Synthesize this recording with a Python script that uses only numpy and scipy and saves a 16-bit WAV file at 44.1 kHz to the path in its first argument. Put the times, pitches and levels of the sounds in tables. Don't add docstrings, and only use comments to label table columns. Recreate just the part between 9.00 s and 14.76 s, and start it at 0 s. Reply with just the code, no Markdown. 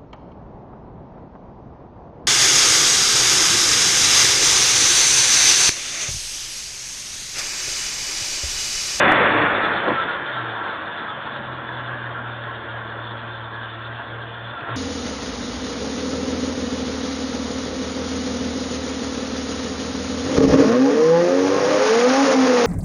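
import sys
import numpy as np
from scipy import signal
from scipy.io import wavfile
from scipy.ndimage import uniform_filter1d

SR = 44100
rng = np.random.default_rng(int(sys.argv[2]) if len(sys.argv) > 2 else 0)


def nominal_scale(level):
    x = np.asarray(level, float) / 20
    return 10 ** x


def persist_wave(psi):
    counts = np.round(np.clip(psi, -1, 1) * 32767).astype(np.int16)
    wavfile.write(sys.argv[1], SR, np.atleast_2d(counts).T)


N = 254016

# time in seconds, speed in turns per second.
SPEED_TURNS_PER_S = [(0, 141), (.35, 115.6), (.7, 96.5), (.9, 93), (1.17, 68), (1.45, 59.5), (1.76, 52),
                     (2.05, 51), (2.5, 42.6), (2.75, 41.2), (3.5, 39), (4.6, 38.2), (4.95, 39), (5.5, 39),
                     (5.575, 43.5), (5.64, 51), (5.7, 57), (5.76, 62)]
# time in seconds, roar level in dB.
ROAR_DB = [(0, -16), (.46, -19), (.59, -22), (.74, -22), (.87, -25), (1.1, -27.5), (1.4, -29), (1.8, -29.5),
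           (2.15, -31.5), (3.85, -33.5), (4.5, -35.5), (4.85, -35.5), (4.95, -35), (5.45, -35.5),
           (5.58, -34.5), (5.76, -30.5)]


def evened(x):
    return x / np.sqrt(np.mean(x ** 2) + 1e-20)


def curve(table, t):
    s, *columns = np.transpose(table)
    return [np.interp(t, s, c) for c in columns]


def read(points, hz):
    f, value = np.transpose(points)
    return np.interp(np.log(hz + 1), np.log(f + 1), value)


def band_db(colour_db, hz, lo, hi):
    power = nominal_scale(colour_db[:, (hz > lo) & (hz < hi)]) ** 2
    return 10 * np.log10(power.sum(1, keepdims=True))


def add(mix, s, sound):
    part = mix[round(s * SR):][:len(sound)]
    part += sound[:len(part)]


def drift(shape, size):
    once = uniform_filter1d(rng.standard_normal(shape), size, axis=0)
    return evened(uniform_filter1d(once, size, axis=0))


def field(colour_db, patchy_db, flicker_db):
    a, b, patches = rng.standard_normal((*colour_db.shape, 3)).T
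    patches = uniform_filter1d(patches, size=10, axis=0)
    patches = evened(uniform_filter1d(patches, size=10, axis=1))
    flicker = drift(len(colour_db), size=3)
    z = (a + 1j * b) * nominal_scale(colour_db.T + patchy_db * patches + flicker_db * flicker)
    noise = signal.istft(z, nperseg=2048, noverlap=1536)[1]
    return noise[1024:N + 1024] * np.sqrt(512 / 3)


def stumble_db(t):
    # middle in seconds, boom change in dB, half length in seconds.
    boom_dips = [(0.052, -3, 0.046), (.21, -24, 0.035), (.31, -13.5, 0.039), (0.432, -18.5, 0.017),
                 (.68, -2, 0.078), (1.1, -11.5, 0.091), (1.294, -12.5, .04), (1.672, -11.5, .1),
                 (1.922, -8, 0.12), (2.45, -5, .04), (2.639, -8, .035), (3.633, -8, .06),
                 (3.897, -3.5, 0.091), (4.699, -3, 0.081), (5.041, -9.5, .05), (5.36, -2, .06),
                 (5.58, -19.5, 0.043), (5.656, -14, .025)]
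    return sum(db * np.exp(-((t - s) / half_s) ** 2) for s, db, half_s in boom_dips)


def throttle(t):
    open_s, rise_s = 5.6, 0.1536
    return np.clip((t - open_s) / rise_s, 0, 1)


def overrun(t):
    start_s, end_s, edge_s = 1.0, 2.394, 0.09
    return np.clip(np.minimum(t - start_s, end_s - t) / edge_s + .5, 0, 1)


def air_level(t):
    idle_db, octave_db, idle_turns_per_s = -44.5, 8, 39
    return idle_db + octave_db * np.log2(curve(SPEED_TURNS_PER_S, t)[0] / idle_turns_per_s)


FUEL_BACK_S = 2.0


def crank():
    t = np.arange(N) / SR
    sag_per_db, sag_delay_s = .0035, .03
    sag = -sag_per_db * stumble_db(t - sag_delay_s) * (t > FUEL_BACK_S)
    speed = curve(SPEED_TURNS_PER_S, t)[0] * (1 - sag + .004 * drift(N, size=1500))
    return speed, np.cumsum(speed) / SR


def ticks():
    ticks_per_s = 160
    size = nominal_scale(3.2 * np.minimum(rng.exponential(1, N), 4))
    size = size * (rng.random(N) < ticks_per_s / SR) * rng.choice([-1, 1], N)
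    band = signal.butter(3, [3700, 4300], "bandpass", fs=SR, output="sos")
    return nominal_scale(air_level(np.arange(N) / SR) - 28.5) * evened(signal.sosfilt(band, size))


def panel():
    # middle in seconds, peak in dB, pitch in Hz, length in seconds.
    songs = [(0.091, -19.5, 760, 0.077), (0.115, -23.5, 308.6, .08), (0.118, -33, 121.3, .07),
             (.22, -23, 485, 0.051), (0.337, -29.5, 296.5, 0.095), (0.439, -26.5, 298, 0.1),
             (0.893, -30, 300, 0.079), (.89, -24, 494, 0.056), (.92, -28.5, 227, .06),
             (0.926, -33.5, 132, 0.069), (0.652, -25, 1307, .1), (.995, -21.5, 1335, .09),
             (1.1, -24.5, 1420, 0.048), (1.147, -29, 1446, 0.042), (1.383, -25, 1340, 0.056),
             (1.621, -29, 1340, 0.062), (2.108, -29, 1306, 0.065), (1.332, -36, 3560, .05),
             (2.516, -37, 1340, 0.055), (3.183, -31.5, 1400, 0.063), (3.495, -33.5, 1090, 0.069),
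             (3.755, -37.5, 1672, .1), (4.56, -36, 1680, 0.097), (4.906, -37, 1560, 0.052),
             (5.58, -32.5, 1365, 0.053), (5.625, -39, 118, 0.0495), (5.701, -34, 1355, 0.084)]
    out = np.zeros(N)
    for s, db, pitch_hz, length_s in songs:
        t = np.arange(0, length_s, 1 / SR)
        pitch_wobble, level_wobble = drift((8000, 2), size=150)[:len(t)].T
        tone = np.sin(2 * np.pi * np.cumsum(pitch_hz * (1 + 0.015 * pitch_wobble)) / SR)
        swell = nominal_scale(db + 1.0 + 2.8 * level_wobble) * np.sin(np.pi * t / length_s)
        add(out, s - length_s / 2, swell * tone)
    return out


def intake(turns):
    # crank order, level at idle in dB.
    intake_orders = [(1.5, -61), (2, -52.5), (4, -62.5), (6, -53), (9, -55.5), (12, -54.5), (15, -56.5),
                     (18, -54.5)]
    t = np.arange(N) / SR
    roar_db = uniform_filter1d(curve(ROAR_DB, t)[0], size=15000)
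    tones = np.zeros(N)
    for k, db in intake_orders:
        waver_db = (1 + .15 * k) * drift(N, size=3000)
        tones += nominal_scale(db + waver_db) * np.sin(2 * np.pi * (k * turns + rng.random()))
    overrun_db = -6.5
    return tones * nominal_scale(.4 * (roar_db + 35) + overrun_db * overrun(t))


def pops():
    # start in seconds, level in dB, pitch in Hz, t60 in seconds.
    puffs = [
        (.43, -21.5, 300, 0.12),
        (.856, -19.5, 390, 0.1),
        (0.877, -9.5, 480, 0.059),
        (.884, -16, 330, 0.0475),
        (.902, -14.5, 654, 0.057),
        (.916, -19, 360, 0.08),
        (1.038, -27, 355, 0.16),
        (2.101, -26, 889, 0.049),
        (5.606, -25.5, 1300, 0.025),
    ]
    out, t = np.zeros(N), np.arange(8000) / SR
    for s, db, pitch_hz, t60_s in puffs:
        band = signal.butter(4, [.45 * pitch_hz, 2.2 * pitch_hz], "bandpass", fs=SR, output="sos")
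        puff = evened(signal.sosfilt(band, rng.standard_normal(len(t))))
        add(out, s, nominal_scale(db - 60 * t / t60_s) * (1 - np.exp(-t / 0.0028)) * puff)
    return out


def knocked(engine):
    # time in seconds, peak in dB, sign.
    hard_knocks = [
        (.1177, -1, 1),
        (.124, -1, -1),
    ]
    u, hush, out = np.arange(-60, 61) / SR, np.zeros(N), np.zeros(N)
    bell = np.exp(-(u / .0005) ** 2)
    for s, db, sign in hard_knocks:
        add(hush, s - 60 / SR, bell)
        add(out, s - 60 / SR, sign * nominal_scale(db - 1.1) * np.cos(2 * np.pi * 1600 * u) * bell)
    return engine * (1 - hush) + out


def boom(speed, turns):
    # crank order, rms level on the resonance in dB.
    boom_orders = [(1, -30), (1.5, -42), (2, -35.5), (2.5, -47.5), (3, -36.5), (4, -55.5)]
    pipe_hz, pipe_width_hz, firing_width_hz = 119, 25, 28
    fuel_rise_s, fuel_cut_db, throttle_db = 0.059, -21, 6
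    t = np.arange(N) / SR
    fuel = nominal_scale(fuel_cut_db * np.clip((FUEL_BACK_S - t) / fuel_rise_s + 1, 0, 1))
    out = np.zeros(N)
    for k, db in boom_orders:
        off_hz = 2 * (k * speed - pipe_hz)
        if k == 3:
            near = fuel / (1 + (off_hz / firing_width_hz) ** 2)
        else:
            near = 1 / (1 + (off_hz / pipe_width_hz) ** 2) ** 2
        out += nominal_scale(db) * near * np.sin(2 * np.pi * (k * turns + rng.random()))
    level_db = throttle_db * throttle(t) + stumble_db(t) + 1.1 * drift(N, size=2500)
    return np.sqrt(2) * nominal_scale(level_db) * out


def firing(turns, depth):
    fired = 3 * turns
    strength = rng.standard_normal(2000)[fired.astype(int) % 2000]
    throb = np.exp(-(fired % 1) / 0.35) * nominal_scale(2.9 * strength)
    return evened(1 + depth * uniform_filter1d(throb, size=30))


def bodywork_db(t, hz):
    # centre in Hz, width in Hz, level above the roar in dB.
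    resonances = [(221, 45, 5), (298, 12, 7), (316, 12, 9), (340, 55, 4.5), (455.5, 52, 5),
                  (570.3, 54, 7.5), (679, 35, 4), (876.2, 10, 9), (962, 40, 2), (1090, 100, 4.5),
                  (1157, 9, 0), (1340, 34, 6), (1420, 13, 5.5), (1565, 27, 6), (1680, 33, 4),
                  (1917, 18, 1.5), (3560, 200, -1)]
    sway_db = 2.1 * drift((len(t), len(resonances)), size=5)
    power = 1
    for i, (f, width_hz, db) in enumerate(resonances):
        power = power + nominal_scale(db + sway_db[:, [i]]) ** 2 / (1 + (2 * (hz - f) / width_hz) ** 4)
    return 10 * np.log10(power)


def combustion_db(t, hz, speed, load, ring_db):
    # frequency in Hz, density in dB per Hz.
    idle_colour = [(15, -62), (25, -37), (59, -23), (100, -12.5), (169, -13), (323, -13.5), (399, -13),
                   (562, -11.5), (780, -9.5), (1100, -13.5), (1230, -12.5), (1610, -10), (1800, -12.5),
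                   (2050, -22), (2500, -27.5), (3200, -62.5)]
    rev_colour = [(15, -62.5), (25, -34.5), (113, -4), (200, -7), (299, -2.5), (384, -2), (573, -1),
                  (872, 0), (1250, 0), (1770, 2), (2400, -6.5), (2900, -11.5), (3500, -30.5), (4500, -65)]
    low_db, low_top_speed_db, low_overrun_db, low_sway_db = -6, 2.5, -1.5, 0.74
    roar_db = curve(ROAR_DB, t)[0][:, None] + 0.49 * drift((len(t), 1), size=4)
    top = np.clip((speed - 115) / 25, 0, 1)
    low_db = roar_db + low_db + low_top_speed_db * top + low_overrun_db * overrun(t)[:, None]
    low_db = low_db + low_sway_db * drift((len(t), 1), size=15)
    colour_db = load * read(rev_colour, hz) + (1 - load) * read(idle_colour, hz)
    colour_db += (1 - .45 * load) * ring_db
    colour_db += roar_db - band_db(colour_db, hz, 800, 2100)
    colour_db += (low_db - band_db(colour_db, hz, 150, 800)) / (1 + (hz / 800) ** 8)
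    return colour_db


def compressor_db(t, hz, load, ring_db):
    # frequency in Hz, density in dB per Hz.
    hiss_colour = [(1180, -29), (2000, -9), (2250, -7), (2810, -1.5), (3480, 3.5), (3600, -1), (3700, -6),
                   (4000, -14.5), (4220, -23.5), (4350, -32.5), (4430, -32), (4520, -46), (4700, -59.5)]
    hiss_db = air_level(t)[:, None] + 0.68 * drift((len(t), 1), size=3)
    air_db = read(hiss_colour, hz) + ring_db
    air_db += hiss_db - 0.42 * load - band_db(air_db, hz, 2400, 4200)
    air_db += 4.5 * drift((len(t), 1), size=2) / (1 + (3600 / (hz + 1)) ** 12)
    return air_db


def roar(turns):
    t = (np.arange(N // 512 + 6) * 512 - 1024) / SR
    hz = np.fft.rfftfreq(2048, 1 / SR)
    speed = curve(SPEED_TURNS_PER_S, t)[0][:, None]
    load = np.clip((speed - 45) / 70, 0, 1)
    ring_db = bodywork_db(t, hz)
    colour_db = combustion_db(t, hz, speed, load, ring_db)
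    air_db = compressor_db(t, hz, load, ring_db)
    engine = field(colour_db - 20.5, patchy_db=1.0, flicker_db=-0.18) * firing(turns, depth=0.48)
    hiss = field(air_db - 21.5, patchy_db=2.0, flicker_db=0.85) * firing(turns, depth=0.31)
    return engine + hiss


def scene():
    speed, turns = crank()
    engine = ticks() + panel() + intake(turns) + pops() + boom(speed, turns) + roar(turns)
    rounded = engine / (1 + (engine / .66) ** 8) ** (1 / 8)
    return knocked(rounded)[None]


def top_cut(x):
    return signal.sosfilt(signal.butter(12, 16000, fs=SR, output="sos"), x)


def record(dry):
    edge_hz, ceiling = 4620, .708
    lowpass = signal.firwin(1023, edge_hz, window=("kaiser", 10), fs=SR)
    narrow = signal.oaconvolve(dry, lowpass[None], "same")
    from_end = np.minimum(np.arange(N), np.arange(N)[::-1])
    narrow *= np.minimum(from_end / 20 + .3, 1)
    return top_cut(np.clip(narrow, -ceiling, ceiling))


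dry = scene()
out = record(dry)
persist_wave(out)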